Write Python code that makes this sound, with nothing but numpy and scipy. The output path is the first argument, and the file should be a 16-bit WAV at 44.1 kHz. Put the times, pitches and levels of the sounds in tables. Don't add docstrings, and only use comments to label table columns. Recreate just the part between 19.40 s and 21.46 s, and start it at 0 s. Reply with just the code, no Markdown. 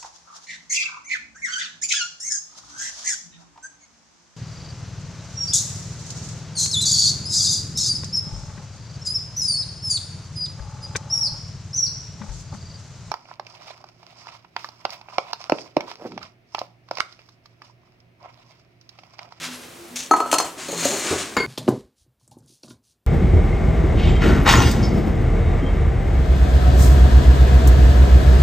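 import sys
import numpy as np
from scipy import signal
from scipy.fft import rfft, irfft, next_fast_len
from scipy.io import wavfile
from scipy.ndimage import map_coordinates

SR = 44100
rng = np.random.default_rng(int(sys.argv[2]) if len(sys.argv) > 2 else 0)


def gain_from_decibels(decibels):
    exponent = np.asarray(decibels, float) / 20
    return 10 ** exponent


def persist_wave(psi):
    counts = np.round(np.clip(psi, -1, 1) * 32767).astype(np.int16)
    wavfile.write(sys.argv[1], SR, np.atleast_2d(counts).T)


N = 91022

# t/s, worktop thud level/dB, base ring level/dB, clink level/dB, contact/ms
CUP_CONTACTS = [(0.711, -18.5, -2, -22, 1.03), (0.734, -26, -7, -51, 1.3), (.738, -21, -7, -36, 2),
                (.762, -32, -20.5, -36.5, 32), (0.802, -26.5, -9.5, -28.5, 3.9),
                (.826, -31.5, -42, -64, 3.8), (.86, -31, -31, -45, 120), (.914, -35, -52, -20, 8.8),
                (0.927, -20, -8.5, -13, 3.4), (0.939, -21.5, -28.5, -17.5, 7.5),
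                (.984, -29, -46, -12.5, 2.75), (1.001, -20.5, -44, -25, 10), (1.023, -33.5, -55, -26, 3.3),
                (1.045, -36, -61, -35.5, 45)]
# f/Hz, level/dB
WORKTOP_COLOUR = [(150, -52), (290, -2), (430, -4.5), (490, -4.5), (800, 2), (1150, -1.5), (1500, -7.5),
                  (2300, -65)]
# f/Hz, t60/s
WORKTOP_T60 = [(300, 0.1), (900, 0.038), (2000, 0.026)]
# f/Hz, level/dB, t60/s
BASE_MODES = [(292, -12, .05), (433, -14, .04), (620, -14, .05), (790, -4, .018), (955, -7, .03),
              (1077, -12, .04), (1245, 0, .035), (1290, 2, .04), (1323, -18, .4), (1590, -30, .025)]
# f/Hz, level/dB, t60/s
WALL_MODES = [(2620, -12, .14), (2966, -18, .09), (4285, -3, .15), (4414, -16, .15), (5001, -15, .14),
              (5890, -9, .08), (6330, -9, .2), (6900, -12, .15), (7450, -10, .2), (7730, -13, .07),
              (8650, -14, .14), (10050, -20, .2), (10940, -21, .1), (12050, -22, .1)]
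# f/Hz, level/dB
CRACK_COLOUR = [(900, -5.5), (3000, 3), (4300, -6.5), (7500, 4.5), (11000, -6.5), (15500, -18)]
# t/s, level/dB
EDGE_TAPS = [
    (0.735, -25.5),
    (.752, -40),
    (0.802, -34),
    (.914, -32),
]
# f/Hz, level/dB, t60/s
EDGE_MODES = [(1710, -2.5, 0.046), (2000, -1.5, 0.023), (2330, -10, .03)]
# t/s, level/dB
TINKLES = [
    (.13, -46.5),
]
# f/Hz, level/dB, t60/s
TINKLE_MODES = [(8750, 1, 0.53), (10000, -1, 0.29), (11300, -0.5, 0.42)]
# t/s, grit level/dB, rumble level/dB, wall ringing level/dB re grit
DRAG_LEVELS = [(1.16, -61, -57, -17), (1.183, -36, -39.5, -18), (1.22, -32, -43, -21.5),
               (1.26, -33.5, -60, -15), (1.29, -35.5, -30, -9.5), (1.32, -34.5, -38.5, -3),
               (1.36, -34, -38, -4.5), (1.41, -27.5, -33.5, -4), (1.455, -21.5, -39, -8),
               (1.5, -26.5, -28, -0.5), (1.54, -25.5, -24.5, -8.5), (1.58, -28, -31, -3.5),
               (1.64, -27, -34.5, -7), (1.71, -23.5, -28, -17), (1.76, -28.5, -29, -15),
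               (1.82, -27, -37, -16), (1.9, -37.5, -39, -28), (1.96, -41, -41, -18)]
# f/Hz, level/dB
GRIT_COLOUR = [(600, -15.5), (1100, -4.5), (2300, -4.5), (3300, -6), (4900, -8), (6700, -5), (8500, -8),
               (15500, -37)]
# f/Hz, level/dB
RUMBLE_COLOUR = [(50, -42), (110, -13), (200, -7), (380, 3.5), (480, -6.5), (600, -4.5), (1200, -12),
                 (2500, -38)]
# f/Hz, width/Hz, level/dB
RIM_RESONANCES = [(4250, 220, 0), (6480, 160, -2), (6700, 160, 1), (6950, 260, -1), (8200, 300, -9)]
# t/s, level/dB, contact/ms
CATCHES = [
    (1.181, -42, 8),
    (1.284, -26.5, 10),
    (1.316, -26, 10),
    (1.376, -24, 8.9),
    (1.43, -31, 8),
    (1.448, -16, 10),
    (1.483, -29, 10),
    (1.723, -21.5, 3),
]
# t/s, knock level/dB, boom level/dB
BUMPS = [
    (1.185, -58, -44.5),
    (1.286, -30.5, -66),
    (1.326, -27, -62),
    (1.424, -22, -65),
    (1.452, -15.5, -49),
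    (1.521, -56, -49),
    (1.705, -52, -25),
    (1.724, -27, -23.5),
]
# f/Hz, level/dB, t60/s
KNOCK_MODES = [(270, -3, .07), (430, -4, .07), (555, -2, .06), (710, -5, .07), (930, -9, .06)]
# f/Hz, level/dB, t60/s
BOOM_MODES = [(85.5, 3, .35), (138.4, 0, 0.35), (283, 2, 0.06), (336, 4, 0.18), (387, 4, .15),
              (440, 4, 0.1), (1125, -5, .1)]
# t/s, level/dB, contact/ms
BOWL_HITS = [
    (1.967, -13.5, 1.2),
    (1.973, -20, 3.8),
    (1.987, -25.5, 2.1),
    (2.001, -22, 5.5),
    (2.036, -27.5, 7.4),
]
# f/Hz, level/dB
BOWL_COLOUR = [(110, -4.5), (330, 6), (620, -5), (1000, 4), (1500, 3.5), (2300, -10), (4800, -23),
               (8500, -41)]
# f/Hz, t60/s
BOWL_T60 = [(300, 0.15), (1200, 0.039), (5000, 0.14)]
# f/Hz, level/dB, t60/s
BOWL_MODES = [(341, -12, .15), (1520, -16, .12), (2146, -9, .35), (2400, -15, .08), (3050, -17, .06),
              (4200, -16, .08), (4527, -15, .3), (4900, -20, .05), (6570, -19, .12), (6800, -20, .1),
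              (7300, -23, .08), (7950, -22, .1), (10130, -30, .2)]
# t/s, level/dB
SKID_LEVELS = [
    (.556, -50),
    (.559, -24.5),
    (.58, -30.5),
    (.64, -36),
    (.682, -44),
    (.69, -62),
]
# f/Hz, level/dB
SKID_COLOUR = [(900, -18), (1500, -15.5), (2300, -9.5), (3600, -7), (4900, -9.5), (6200, -2), (8500, -11),
               (15500, -29)]
# t/s, level/dB
POUR_LEVELS = [
    (0, -38),
    (.045, -33.5),
    (.11, -39.5),
    (.17, -47),
    (.3, -56),
    (.4, -77),
]
# f/Hz, level/dB
POUR_COLOUR = [(400, -20), (900, -5), (1500, -1.5), (3400, -1.5), (7000, -5), (10000, -15), (15500, -26)]
# f/Hz, t60/s
ROOM_T60 = [(200, 0.43), (1500, 0.43), (10000, 0.14)]
# f/Hz, likeness/1
ROOM_ALIKE = [(100, 1), (600, 0.98), (2000, 0.7), (6000, 0.25), (12000, 1)]
# f/Hz, level/dB
AIR_COLOUR = [(25, -56), (60, -16.5), (250, -15.5), (500, -15), (900, -20), (3000, -24.5), (9000, -29),
              (16000, -38)]
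# f/Hz, likeness/1
AIR_ALIKE = [(30, 0.83), (100, 1), (1000, 0.31), (5000, 0.73), (12000, 1)]
# f/Hz, rms level/dB
FAN_HUM = [(166, -56.5), (249, -51.5), (343, -55.5)]

SCATTER_DB, BASE_SCATTER_DB = 2, 1.5
RISE_MS = 0.89
GRIPPED_S, GRIPPED_T60_SHARE = .9, .6
SPLIT_LEVEL, BEAT_HZ = 0.81, 46.7
ECHO_SHIFT_SAMPLES, PREDELAY_SAMPLES = 2048, 200


def cup():
    out, crack = np.zeros(N), np.zeros(N)
    for s, thud_db, base_db, clink_db, ms in CUP_CONTACTS:
        thud = gain_from_decibels(thud_db + 29) * dying(WORKTOP_T60, WORKTOP_COLOUR)[0]
        base = gain_from_decibels(base_db + 2.0) * ringing(BASE_MODES, BASE_SCATTER_DB)
        add(out, s, struck(thud + base, ms, rough=0.46))
        t60_share = GRIPPED_T60_SHARE if s > GRIPPED_S else 1
        walls = ringing(np.multiply(WALL_MODES, [1, 1, t60_share]), SCATTER_DB)
        add(out, s, gain_from_decibels(clink_db - 9.5) * struck(walls, ms, rough=1.44))
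        add(crack, s, gain_from_decibels(clink_db + 6) * contact(ms))
    for s, db in EDGE_TAPS:
        add(out, s, gain_from_decibels(db) * struck(ringing(EDGE_MODES, SCATTER_DB), 3.0, rough=1.16))
    for s, db in TINKLES:
        add(out, s, gain_from_decibels(db - 15.5) * struck(ringing(TINKLE_MODES), 11.0, rough=3.1))
    body = filtered(out, lambda hz: (1j * hz / (170 + 1j * hz)) ** 3)
    return body + filtered(crack, lambda hz: gain_from_decibels(along(CRACK_COLOUR, hz)))


def rim(f):
    return sum(gain_from_decibels(db) * 1j * f * w / (c * c - f * f + 1j * f * w) for c, w, db in RIM_RESONANCES)


def drag():
    grit, rumble, ring = gains(DRAG_LEVELS)
    judder = gain_from_decibels(0.48 * wobble(24.46) + 1.4 * wobble(110))
    crunch = gain_from_decibels(-2.5) * judder * grains(GRIT_COLOUR, 5000, spread_db=-2.0, smooth=1.17)
    walls = unit(filtered(rng.standard_normal(N), rim)) * gain_from_decibels(1.5 * wobble(30))
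    shake = gain_from_decibels(-2 + 2 * wobble(30)) * grains(RUMBLE_COLOUR, 900, spread_db=2, smooth=1.5)
    out = grit * (crunch + ring * walls) + rumble * shake
    catches = np.zeros(N)
    for s, db, ms in CATCHES:
        add(catches, s, gain_from_decibels(db) * contact(ms))
    out = out + filtered(catches, lambda hz: gain_from_decibels(8) * rim(hz) + gain_from_decibels(along(GRIT_COLOUR, hz)))
    for s, knock_db, boom_db in BUMPS:
        knock = gain_from_decibels(knock_db - 2) * ringing(KNOCK_MODES, SCATTER_DB)
        boom = gain_from_decibels(boom_db - 5.5) * ringing(BOOM_MODES, SCATTER_DB)
        add(out, s, struck(knock + boom, 3.2, rough=0.97))
    return out


def bowl():
    out = np.zeros(N)
    for s, db, ms in BOWL_HITS:
        thud = gain_from_decibels(23) * dying(BOWL_T60, BOWL_COLOUR)[0]
        ring = gain_from_decibels(-6.5) * ringing(BOWL_MODES, SCATTER_DB)
        add(out, s, gain_from_decibels(db) * struck(thud + ring, ms, rough=1.18))
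    return out


def cup_skid():
    crunch = grains(SKID_COLOUR, 4800, spread_db=4, smooth=0.58)
    return gains(SKID_LEVELS)[0] * gain_from_decibels(0.91 * wobble(91.0)) * crunch


def sugar_stream():
    patter = grains(POUR_COLOUR, 5400, spread_db=-1.5, smooth=0.86)
    return gains(POUR_LEVELS)[0] * gain_from_decibels(0.5 + 2.9 * wobble(41.2)) * patter


def room(x):
    shift = ECHO_SHIFT_SAMPLES
    starts, i = np.arange(0, N, shift), np.arange(2 * shift)
    padded = np.pad(x, (shift + PREDELAY_SAMPLES, 2 * shift))
    parts = padded[starts[:, None] + i] * np.sin(i * np.pi / (2 * shift))
    tails = dying(ROOM_T60, [(100, 0)], channels=2 * len(starts)).reshape(2, len(starts), -1)
    wet = signal.fftconvolve(parts[None], tails, axes=2).transpose(1, 2, 0)
    echo = np.zeros((N + 2 * shift, 2))
    for k, part in zip(starts, wet):
        add(echo, k / SR, part)
    return paired(echo[shift:][:N].T, ROOM_ALIKE, [(100, 0.013)])


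def air():
    t = np.arange(N) / SR
    hum = np.zeros(N)
    for hz, db in FAN_HUM:
        level = gain_from_decibels(db + 0.5 + 8.3 * wobble(9.5))
        hum += level * np.sin(2 * np.pi * hz * t + 2.0 * wobble(8.6))
    noise = paired(rng.standard_normal((2, N)), AIR_ALIKE, AIR_COLOUR)
    return gain_from_decibels(-43) * unit(noise) + hum


def contact(ms):
    t_ms = np.arange(SR // 10) / SR * 1000
    return (1 - np.exp(-t_ms / RISE_MS)) * np.exp(-t_ms / ms) * rng.standard_normal(len(t_ms))


def struck(answer, ms, rough):
    force = contact(ms)
    push = signal.unit_impulse(len(force))
    return signal.fftconvolve(rough * force / np.linalg.norm(force) + push, answer)


def ringing(modes, scatter_db=0):
    t = np.arange(SR // 3) / SR
    z, u = rng.standard_normal((2, len(modes)))
    out = np.zeros(len(t))
    for k, (hz, db, t60) in enumerate(modes):
        tone = np.sin(2 * np.pi * hz * t)
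        if hz > 2000:
            twin_hz = hz + BEAT_HZ * (1 + u[k] / 4)
            tone += SPLIT_LEVEL * np.sin(2 * np.pi * twin_hz * t + u[k])
        out += (-1) ** k * gain_from_decibels(db + scatter_db * z[k] - 60 * t / t60) * tone
    return out


def dying(t60s, colour, channels=1):
    hz, t, z = signal.stft(rng.standard_normal((channels, SR // 3)), SR, nperseg=256)
    x = signal.istft(z * gain_from_decibels(-60 * t / along(t60s, hz)[:, None]), SR, nperseg=256)[1]
    n = x.shape[1]
    x = irfft(rfft(x) * gain_from_decibels(along(colour, np.fft.rfftfreq(n, 1 / SR))), n)
    return x[:, :SR // 3] / np.linalg.norm(x[0])


def grains(colour, rate, spread_db, smooth):
    u, e = rng.random(N), rng.exponential(size=N)
    g, noise = rng.standard_normal((2, N))
    present = np.clip((rate / SR - u) * SR / 100, 0, 1)
    hits = unit(g * gain_from_decibels(spread_db * np.minimum(e, 3)) * present)
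    return unit(filtered(hits + smooth * noise, lambda hz: gain_from_decibels(along(colour, hz))))


def unit(x):
    return x / np.sqrt(np.mean(x ** 2) + 1e-20)


def along(points, hz):
    f, v = np.transpose(points)
    return np.interp(np.log(hz + 1), np.log(f + 1), v)


def gains(rows):
    s, *cols = np.transpose(rows)
    t = np.arange(N) / SR
    return [gain_from_decibels(np.interp(t, s, c, left=-120, right=-120)) for c in cols]


def wobble(rate_hz):
    return map_coordinates(rng.standard_normal(N // 100), [np.arange(N) * rate_hz / SR])


def filtered(x, response):
    m = next_fast_len(N + 8192)
    return irfft(rfft(x, m) * response(np.fft.rfftfreq(m, 1 / SR)), m)[..., :N]


def add(out, s, x):
    part = out[round(s * SR):][:len(x)]
    part += x[:len(part)]


def placed(x, pan_db):
    return filtered(x, lambda hz: gain_from_decibels(np.outer([.5, -.5], pan_db * hz ** 2 / (hz ** 2 + 500 ** 2))))


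def paired(pair, alike, colour):
    def response(hz):
        turn = np.arccos(np.clip(along(alike, hz), 0, 1)) / 2
        return gain_from_decibels(along(colour, hz)) * [np.cos(turn), np.sin(turn)]
    mid, side = filtered(pair, response)
    return np.array([mid + side, mid - side])


def scene():
    sources = [cup(), drag(), bowl(), cup_skid(), sugar_stream()]
    pans_db = [2.5, 2.2, 2.5, 2.2, 0.5]
    near = sum(placed(x, pan_db) for x, pan_db in zip(sources, pans_db))
    return near + gain_from_decibels(-9) * room(sum(sources)) + air()


def low_pass(x):
    return signal.sosfilt(signal.butter(12, 16150, fs=SR, output="sos"), x)


def record(dry):
    soft = dry / (1 + np.abs(dry / .98) ** 6) ** (1 / 6)
    mix = filtered(soft, lambda hz: (hz < 16100) * (1j * hz / (55 + 1j * hz)) ** 2)
    return low_pass(mix)


dry = scene()
out = record(dry)
persist_wave(out)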